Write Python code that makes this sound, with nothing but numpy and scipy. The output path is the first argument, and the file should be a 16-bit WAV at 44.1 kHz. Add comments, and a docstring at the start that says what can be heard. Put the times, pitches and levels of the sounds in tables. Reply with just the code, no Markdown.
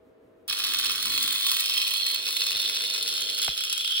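"""A fan whirs faintly in a small room. Then a small mains relay starts to chatter on a workbench:
a hundred times a second its armature (the moving arm) strikes with uneven force and bounces,
clacking in the case and ringing the steel, while the contacts spit sparks. The coil hums over a
low rumble. A hand-held camera takes a light tap, swings away, then gets two more taps and one
clear knock."""
import sys
import numpy as np
from scipy import signal
from scipy.fft import rfft, irfft, next_fast_len
from scipy.io import wavfile
from scipy.ndimage import uniform_filter1d, map_coordinates

SR = 44100
rng = np.random.default_rng(int(sys.argv[2]) if len(sys.argv) > 2 else 0)


def store_pcm(level_fs):
    """Save levels as 16-bit WAV."""
    pcm = np.round(np.clip(level_fs, -1, 1) * 32767).astype(np.int16)
    wavfile.write(sys.argv[1], SR, np.atleast_2d(pcm).T)


N = 176400

# How loud the fan is. 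Each row: time in seconds, air noise in dB, blade tone in dB.
FAN_LEVELS = [(0, -58, -66.5), (.45, -57.5, -67.5), (1.1, -56.5, -65), (1.45, -59, -62.5),
              (2.2, -55, -62.5), (3.3, -51, -60), (3.65, -59.5, -65.5), (4, -59, -72.5)]
# The air noise's colour (its mix of low and high). Each row: frequency in Hz, relative level in dB.
AIR_TONE = [(25, -26), (55, -25), (90, -26), (230, -10.5), (340, -2.5), (480, 4), (570, -6.5), (680, -10.5),
            (860, -14), (1500, -19.5), (2500, -26.5), (4000, -34), (7000, -49), (15000, -61)]
# How loud the low sounds are. Each row: time in seconds, hum in dB, rumble in dB.
LOW_LEVELS = [(0, -103, -70), (.46, -110, -63.5), (.52, -81, -59), (.8, -62, -60.5), (1.15, -59.5, -54),
              (1.5, -66, -70), (2.2, -68.5, -78), (3.1, -64.5, -70), (3.4, -71.5, -80), (4, -70.5, -84)]
# The rumble's colour. Each row: frequency in Hz, relative level in dB.
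RUMBLE_TONE = [(20, -30), (55, -6), (110, -2.5), (170, -6.5), (270, 2), (400, -4.5), (800, -38)]
# The tones in the coil's hum. Each row: frequency in Hz, relative level in dB.
HUM_TONES = [(100, -1), (200, -12), (300, 1)]
# Strikes set one by one. Each row: start in seconds, spark strength in dB, blow strength in dB.
SET_STRIKES = [(0.4791, 6.5, -17), (0.4966, 10, 7.3), (0.5265, 9, 5), (0.588, 7, 2.2), (0.598, 7, 6.3),
               (0.638, 7.5, 8), (0.647, 7, 8), (0.6665, 7, 6.5), (0.6868, 2.2, 0.5), (0.7358, 10, 6.5),
               (0.7459, 8, 8), (0.7859, 9, 7.5), (0.797, 6.5, 5), (0.8378, 0, 6), (0.8454, 5.5, 4),
               (0.8561, 5, 8.5), (0.8655, 4.5, 4.9), (0.8953, 3, 8), (0.906, 3, 6), (0.9164, 8, 2.5),
               (0.9565, 2.1, 6), (1.026, 8.5, 4), (1.0552, 8, 5.5), (1.0671, 3, 5.5), (1.097, 3, 4.4),
               (1.118, 5, 4.5), (1.137, 2.4, 3), (1.1467, 4.2, -1), (1.1768, 10.5, 10.5), (1.2264, 10.5, 2),
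               (1.2375, 4.3, 6), (1.2572, -7, 3.0), (1.277, 8, 4), (1.306, -2, 1.5), (1.3257, 7.5, 0),
               (1.3373, -6, 1.5), (1.4658, 7, 8.5), (1.478, 2, -3), (1.496, 3, 4), (1.5055, 2, 2),
               (1.516, 10.5, 7.5), (1.5445, 2, -7), (1.566, 5, 7), (1.5961, 6, 4.5), (1.6054, 9, 3),
               (1.6577, 8.5, 5), (1.696, 3.1, 7.5), (1.7372, 8, 1), (1.7761, 10, 7.5), (1.8159, 5, 8),
               (1.8257, 3, 0), (1.8762, 7.4, -1), (1.9073, 7.5, -2), (1.9371, 9, 5), (1.9675, 8, 2),
               (2.0652, 12.5, 7), (2.0866, 7, -4), (2.098, 4, 3), (2.116, 8, -3), (2.1282, -1, -7),
               (2.145, 12, 5), (2.1576, 3.3, 5), (2.2558, 8, 1.8), (2.2658, 6, 6.5), (2.277, 6.2, 5),
               (2.2867, 7, 8), (2.306, 5, 3.1), (2.3259, 5.6, 3.5), (2.3666, 8, 9), (2.3954, 4, 1),
               (2.4064, 5, 5), (2.4168, 1, 9), (2.436, 5, 1), (2.466, 8.7, 8), (2.5058, 9, 3),
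               (2.5175, 6, 6), (2.568, 7, 8), (2.5971, 2.8, 7), (2.606, -1, 2), (2.616, 6.5, 3),
               (2.6258, -1, 0), (2.676, 2, 1.5), (2.6957, 10.5, 4), (2.7468, 8, -1), (2.7663, 3, 7),
               (2.8062, 1, 3), (2.818, 3.0, -1), (2.8969, 4, 0.5), (2.9374, 7, 2), (2.9468, 5.5, 5.5),
               (2.958, -6, 3), (2.9776, 4.0, 4), (3.0262, 9, 4.5), (3.0765, 5, 3.1), (3.0873, 8.5, 5),
               (3.1256, 3.4, 5), (3.1373, 6, 2), (3.1669, 4, 2), (3.1773, 2.6, 3.5), (3.2064, 8, -5),
               (3.2172, 6, 3), (3.298, 7, 3), (3.347, 7, 0), (3.3772, 8, 4.5), (3.387, 10, 3),
               (3.396, -5, 7), (3.4165, 14, 2), (3.4272, 13.5, 6), (3.437, 5, 7), (3.4463, 14, 7.5),
               (3.459, 4.1, 5), (3.4774, 7, 6), (3.4875, -5, 6), (3.5767, 8, 5), (3.6065, 6.5, 4),
               (3.6368, 10.5, 5.5), (3.6477, 7.1, 2), (3.6973, 8, 7), (3.7271, 17.5, 8),
               (3.7772, 11.5, 5.5), (3.8067, 7, 4), (3.8461, 6, 9), (3.8758, 7, 6.8), (3.9064, 5.5, 3.5),
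               (3.919, 6, 6), (3.9668, 6, 4), (3.978, -2, 8), (3.9968, 11.5, 9)]
# The bounces after a strike. Each row: delay in seconds, its scatter in seconds, relative level in dB.
REBOUNDS = [(.0023, .0005, -2.5), (.0041, .0006, -4.5)]
# How loud the chatter is. Each row: time in seconds, case clack in dB, spark crackle in dB.
CHATTER_LEVELS = [(.48, -42.5, -33.5), (.85, -42.5, -29), (1, -43, -30.5), (1.15, -42, -29.5),
                  (1.35, -40.5, -27.5), (1.55, -42.5, -27.5), (1.8, -44, -30.5), (2, -45, -31.5),
                  (2.12, -43, -33), (2.21, -49, -36), (2.35, -46, -31.5), (2.7, -45.5, -33.5),
                  (3.1, -47.5, -33.5), (3.42, -49, -36), (3.54, -50.5, -37), (3.66, -49, -37),
                  (4, -53.5, -37.5)]
# How loud the frame's clang is. Each row: time in seconds, level in dB.
CLANG_LEVELS = [(.5, -32.5), (1.35, -35), (1.6, -30), (1.82, -28), (2.15, -35), (2.6, -30.5), (3.4, -34),
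                (3.7, -32.5), (4, -34)]
# The colours of case, frame and sparks. Each row: frequency in Hz, relative level in dB.
CASE_TONE = [(100, -23.5), (300, -18), (600, -20.5), (820, -19.5), (1000, -7.5), (1170, -0.5), (1450, 0),
             (1900, -2), (2250, 0.5), (2700, -21.5), (5000, -37.5)]
FRAME_TONE = [(1500, -34), (2250, -24), (2450, 2), (2620, 4), (2830, -0.5), (3020, -2), (3700, -4.5),
              (3920, 5.5), (4400, -1), (4750, -8), (5100, 2), (5450, 3), (5900, -2), (6600, -86),
              (8000, -20.5)]
SPARK_TONE = [(2500, -39), (4300, -16.5), (4800, -3), (5300, -17), (6000, -6.5), (6600, -5.5), (7400, -9.5),
              (9000, -10), (10300, -7), (10950, 0), (11220, 1), (11500, -5.5), (12800, -10.5), (14000, -10),
              (15500, -4)]
# The notes the steel rings at. Each row: frequency in Hz, width in Hz.
STEEL_NOTES = [(3220, 122), (3380, 89), (3570, 100), (4265, 102)]
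# How strongly they ring. Each row: time in seconds, then a relative level in dB for each note.
STEEL_LEVELS = [(0.5, -41, -37, -40, -35.5), (0.8, -32, -32, -31, -30), (1, -36.5, -35, -37, -32),
                (1.15, -38.5, -29.5, -36.5, -28), (1.3, -33.5, -32.5, -28.5, -32.5),
                (1.5, -34.5, -28, -31, -30.5), (1.65, -31, -45, -33, -35), (1.8, -28, -34.8, -34, -34.5),
                (2, -34.5, -30.5, -40, -28), (2.12, -32, -32.7, -32.5, -27.5), (2.23, -46, -37, -35, -35.5),
                (2.45, -50, -36, -31.5, -31), (2.751, -44, -33, -31.5, -34),
                (2.95, -43, -39.5, -32.5, -31.5), (3.2, -33.5, -34.5, -34.5, -32.5),
                (3.42, -34, -31.5, -38, -31), (3.55, -33.5, -32, -41.5, -39.5),
                (3.72, -32.5, -34, -41, -37), (3.95, -26.5, -28, -46, -40)]
# The room's echo. Each row: frequency in Hz, seconds to fade by 60 dB (called t60).
ROOM_FADE = [(200, 0.25), (3000, 0.23), (8000, 0.32), (15000, 0.048)]
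# Knocks on the camera. Each row: start in seconds, tap strength in dB, thud strength in dB.
CAMERA_KNOCKS = [(.495, -58, -54), (2.55, -43, -50), (3.22, -63, -55), (3.4807, -22, -38)]
# The notes of the camera's shell. Each row: frequency in Hz, relative level in dB, t60 in seconds.
SHELL_NOTES = [(740, 1, 0.016), (1120, 6.5, 0.0045), (1520, 11, 0.0059), (376, -5.5, 0.01),
               (2050, -2, 0.013)]
# How the left and right channels differ. Each row: frequency in Hz, left's lead in radians when near
# and when far, left's level over right in dB when near and when far, likeness from 0 to 1.
LEFT_RIGHT = [(500.0, -0.98, -1.43, 1.27, 0.11, 0.79), (900.0, -0.33, -2.07, 0.04, 1.92, 0.73),
              (1400.0, -0.67, -0.81, 1.25, 6.05, 0.9), (2000.0, 0.13, 0.58, -0.69, -0.84, 0.75),
              (2550.0, 2.25, 2.26, -4.21, -0.7, 0.86), (3200.0, 2.54, 1.86, -1.33, -2.34, 0.59),
              (3380.0, 2.72, 4.89, -0.68, -2.09, 0.62), (3580.0, 9.03, 7.61, -1.46, -0.42, 0.84),
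              (3900.0, 8.02, 5.77, -1.81, -1.52, 0.71), (4240.0, 7.16, 6.28, -4.56, -2.86, 0.83),
              (4700.0, 7.32, 6.36, -4.37, -0.09, 0.46), (5300.0, 9.08, 9.08, -1.24, -2.44, 0.76),
              (6300.0, 9.71, 9.52, -0.25, 0.01, 0.97), (7400.0, 10.93, 11.01, 0.27, -0.09, 0.66),
              (8800.0, 12.55, 12.55, -0.43, -0.11, 0.97), (9800.0, 13.07, 12.72, 0.01, -0.04, 0.89),
              (10800.0, 14.18, 14.33, -0.03, 0.03, 0.88), (12000.0, 15.58, 15.66, -0.35, -0.17, 0.97),
              (14000.0, 17.25, 17.3, -0.21, 0.48, 0.77), (15500.0, 18.84, 18.84, -0.26, -0.04, 0.97)]

FAN_HZ = 641.3
START_S, STRIKE_HZ = .4766, 100
USUAL_DB, SCATTER_DB, JITTER_S = -3.5, 3, .0004  # ordinary strikes: strength, its scatter, time scatter
THUD_HZ, THUD_T60_S, THUD_LAG_S = 61, 0.11, 0.0087
SWING_START_S, SWING_END_S = 1.68, 2.6  # the camera moves from near to far
LOW_CUT_HZ, TOP_HZ = 26, 15850


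def amp(db):
    return 10 ** (np.asarray(db) / 20)


def unit(x):
    """Scale x to an average (rms) level of 1."""
    return x / np.sqrt(np.mean(x ** 2) + 1e-20)


def steady(x):
    """Hold x near level 1 over every quarter second."""
    power = uniform_filter1d(np.mean(unit(x) ** 2, axis=0), SR // 4)
    return unit(x) / np.sqrt(abs(power) + .01)


def along(points, hz):
    """Read between (Hz, value) points on a log frequency scale."""
    freqs, values = np.transpose(points)
    return np.interp(np.log(hz + 1), np.log(freqs + 1), values)


def curves(rows):
    """Give one value per sample for each column after the time."""
    times, *columns = np.transpose(rows)
    return [np.interp(np.arange(N) / SR, times, column) for column in columns]


def wobble(rate):
    """A smooth random curve through `rate` points a second."""
    return map_coordinates(rng.standard_normal(int(N * rate / SR) + 4), [np.arange(N) * rate / SR])


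def filtered(x, response):
    """Multiply each frequency in x by response(hz)."""
    size = next_fast_len(N + SR // 2)
    return irfft(rfft(x, size) * response(np.fft.rfftfreq(size, 1 / SR)), size)[..., :N]


def resonant(x, hz, width, skirt=5):
    """Let x ring at one note; a second, wider peak steepens the sides."""
    peak = lambda f, w: 1j * f * w / (hz * hz - f * f + 1j * f * w)
    return filtered(x, lambda f: peak(f, width) * peak(f, skirt * width))


def rung(x, colour, size=4096):
    """Let x ring a body that has the given colour."""
    cepstrum = irfft(np.log(amp(along(colour, np.fft.rfftfreq(size, 1 / SR)))))
    cepstrum[1:size // 2] *= 2  # fold it so the ringing comes only after each hit
    cepstrum[size // 2 + 1:] = 0
    ringing = irfft(np.exp(rfft(cepstrum)))
    return signal.fftconvolve(x, ringing[None], axes=1)[:, :N]


def fan():
    """A fan makes a soft rush of air and one slightly wavering blade tone."""
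    air_db, tone_db = curves(FAN_LEVELS)
    common, apart = filtered(rng.standard_normal((2, N)), lambda hz: amp(along(AIR_TONE, hz)))
    air = unit(np.array([common + 0.98 * apart, common - 0.94 * apart]))
    tone = np.sqrt(2) * np.sin(2 * np.pi * FAN_HZ * np.arange(N) / SR + 0.27 * wobble(3.5))
    return amp(air_db) * air + amp(tone_db + wobble(9.1)) * tone


def rumble_and_hum():
    """A low rumble and the hum of the relay's coil, strongest while the camera is close."""
    t = np.arange(N) / SR
    hum_db, rumble_db = curves(LOW_LEVELS)
    hum = unit(sum(amp(db) * np.sin(2 * np.pi * (hz * t + rng.random())) for hz, db in HUM_TONES))
    common, apart = filtered(rng.standard_normal((2, N)), lambda hz: amp(along(RUMBLE_TONE, hz)))
    rumble = unit(np.array([common + 0.33 * apart, common - 0.035 * apart]))
    return hum * amp(hum_db + 2.2 * wobble(5.0)) + rumble * amp(rumble_db + 3.9 * wobble(12.14))


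def strikes():
    """The arm strikes once every half cycle of the mains, with uneven timing and force."""
    starts = np.arange(START_S, N / SR, 1 / STRIKE_HZ)
    timing, force = rng.standard_normal((len(starts), 2)).T
    starts += JITTER_S * timing
    spark_db = USUAL_DB + SCATTER_DB * np.minimum(force, 1.1)
    blow_db = spark_db + 0.95 * rng.standard_normal(len(starts))
    set_s, set_spark_db, set_blow_db = np.transpose(SET_STRIKES)
    nearest = np.clip(np.round((set_s - START_S) * STRIKE_HZ).astype(int), 0, len(starts) - 1)
    starts[nearest], spark_db[nearest], blow_db[nearest] = set_s, set_spark_db, set_blow_db
    return starts, spark_db, blow_db


def clicks(starts, db, bounce_db, bounce_follows, spread_s, grain_db, count=24):
    """Each strike and bounce is a tight cluster of tiny clicks, mostly within a millisecond or two."""
    times, levels = [starts], [db]
    for delay, scatter, level in REBOUNDS:
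        times.append(starts + delay + scatter * rng.standard_normal(len(starts)))
        levels.append(bounce_follows * db + level + bounce_db + 2 * rng.standard_normal(len(starts)))
    times, levels = np.concatenate(times), np.concatenate(levels)
    at = ((times[:, None] + spread_s * rng.gamma(2, size=(len(times), count))) * SR).astype(int)
    sizes = amp(grain_db * rng.standard_normal(at.shape))
    sizes *= (amp(levels) / np.linalg.norm(sizes, axis=1))[:, None]
    sides = [sizes * rng.choice([-1, 1], at.shape) for _ in range(2)]  # two unrelated signals
    return np.array([np.bincount(at.ravel(), side.ravel(), N)[:N] for side in sides])


def echoes(x, bench_db, bench_t60, room_db, count=5):
    """Add quick echoes from the bench and the room's longer tail; both change as the camera moves."""
    out, t = x.copy(), np.arange(SR // 4) / SR
    for k in range(count):
        hz, times, noise = signal.stft(rng.standard_normal((2, len(t))), SR, nperseg=256)
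        fade = amp(-60 * times / along(ROOM_FADE, hz)[:, None])
        tail = signal.istft(noise * fade, SR, nperseg=256)[1][:, :len(t)]
        bench = rng.standard_normal((2, len(t))) * amp(-60 * t / bench_t60)
        echo = (amp(room_db) * unit(tail) + amp(bench_db) * unit(bench)) / np.sqrt(len(t))
        share = np.sqrt(np.clip(1 - abs(np.linspace(0, count - 1, N) - k), 0, 1))  # blend into the next
        out += signal.fftconvolve(x * share, echo, axes=1)[:, :N]
    return out


def clack(blows):
    """Each blow makes the case clack and the frame clang briefly."""
    case_db, _ = curves(CHATTER_LEVELS)
    frame_db, = curves(CLANG_LEVELS)
    blows = echoes(blows, bench_db=-8, bench_t60=.016, room_db=-8)
    return amp(case_db) * unit(rung(blows, CASE_TONE)) + amp(frame_db) * unit(rung(blows, FRAME_TONE))


def steel_ring(jolts):
    """Sharp jolts set the steel ringing at four notes."""
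    jolts = echoes(jolts, bench_db=-9, bench_t60=.008, room_db=-5)
    return sum(amp(db - 0.75) * steady(resonant(jolts, hz, width))
               for (hz, width), db in zip(STEEL_NOTES, curves(STEEL_LEVELS)))


def crackle(sparks):
    """Sparks at the contacts make a high crackle."""
    _, crackle_db = curves(CHATTER_LEVELS)
    sparks = echoes(sparks, bench_db=-5, bench_t60=.018, room_db=-5.5)
    return amp(crackle_db) * unit(rung(sparks, SPARK_TONE))


def relay():
    """The same strikes clack in the case, ring the steel and draw sparks."""
    starts, spark_db, blow_db = strikes()
    blows = clicks(starts, blow_db, bounce_db=2, bounce_follows=0.4, spread_s=.0004, grain_db=6)
    jolt_s = starts + .001 + .0005 * rng.standard_normal(len(starts))
    jolts = clicks(jolt_s, 0.47 * blow_db, bounce_db=2, bounce_follows=0.31, spread_s=.0001,
                   grain_db=6.5, count=2)
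    sparks = clicks(starts, spark_db, bounce_db=1.5, bounce_follows=0.28, spread_s=.00055, grain_db=3.5)
    return clack(blows) + steel_ring(jolts) + crackle(sparks)


def knocks():
    """A finger taps the camera's shell, and a low thud follows."""
    out, t = np.zeros(N + SR), np.arange(SR // 4) / SR
    shell = sum((-1) ** k * amp(db - 60 * t / t60) * np.sin(2 * np.pi * hz * t)
                for k, (hz, db, t60) in enumerate(SHELL_NOTES))
    tap = shell * (1 - np.exp(-t / 0.0012))  # soften the start
    punch = 2.04 * np.sin(2 * np.pi * 140 * t) * np.exp(-t / 0.0059)
    thud = amp(-60 * t / THUD_T60_S) * (np.sin(2 * np.pi * THUD_HZ * t) + punch)
    for start, tap_db, thud_db in CAMERA_KNOCKS:
        out[round(start * SR):][:len(t)] += amp(tap_db) * tap
        out[round((start + THUD_LAG_S) * SR):][:len(t)] += amp(thud_db) * thud
    return out[:N]


def stereo(pair):
    """Mix two unrelated signals into left and right; timing and balance shift as the camera swings."""
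    hz, times, (first, second) = signal.stft(pair, SR, nperseg=1024)
    lead, lead_far, pan, pan_far, alike = [along(np.array(LEFT_RIGHT)[:, [0, k]], hz)[:, None]
                                           for k in range(1, 6)]
    away = np.interp(times, [SWING_START_S, SWING_END_S], [0, 1])
    balance = amp((pan + away * (pan_far - pan)) / 2)
    tilt = balance * np.exp(.5j * (lead + away * (lead_far - lead)))
    angle = np.arccos(np.clip(alike, 0, 1)) / 2
    common, apart = np.cos(angle) * first, np.sin(angle) * second
    left, right = (common + apart) * tilt, (common - apart) / tilt
    return signal.istft(np.array([left, right]), SR, nperseg=1024)[1][:, :N]


def scene():
    return stereo(relay()) + rumble_and_hum() + fan() + knocks()


def record(dry):
    """The camera thins the deepest bass and cuts off the highest treble."""
    bass_cut = lambda hz: (1j * hz / (LOW_CUT_HZ + 1j * hz)) ** 2
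    treble_cut = lambda hz: np.clip((TOP_HZ - hz) / 300 + .5, 0, 1)
    return filtered(dry, lambda hz: bass_cut(hz) * treble_cut(hz))


dry = scene()
out = record(dry)
store_pcm(out)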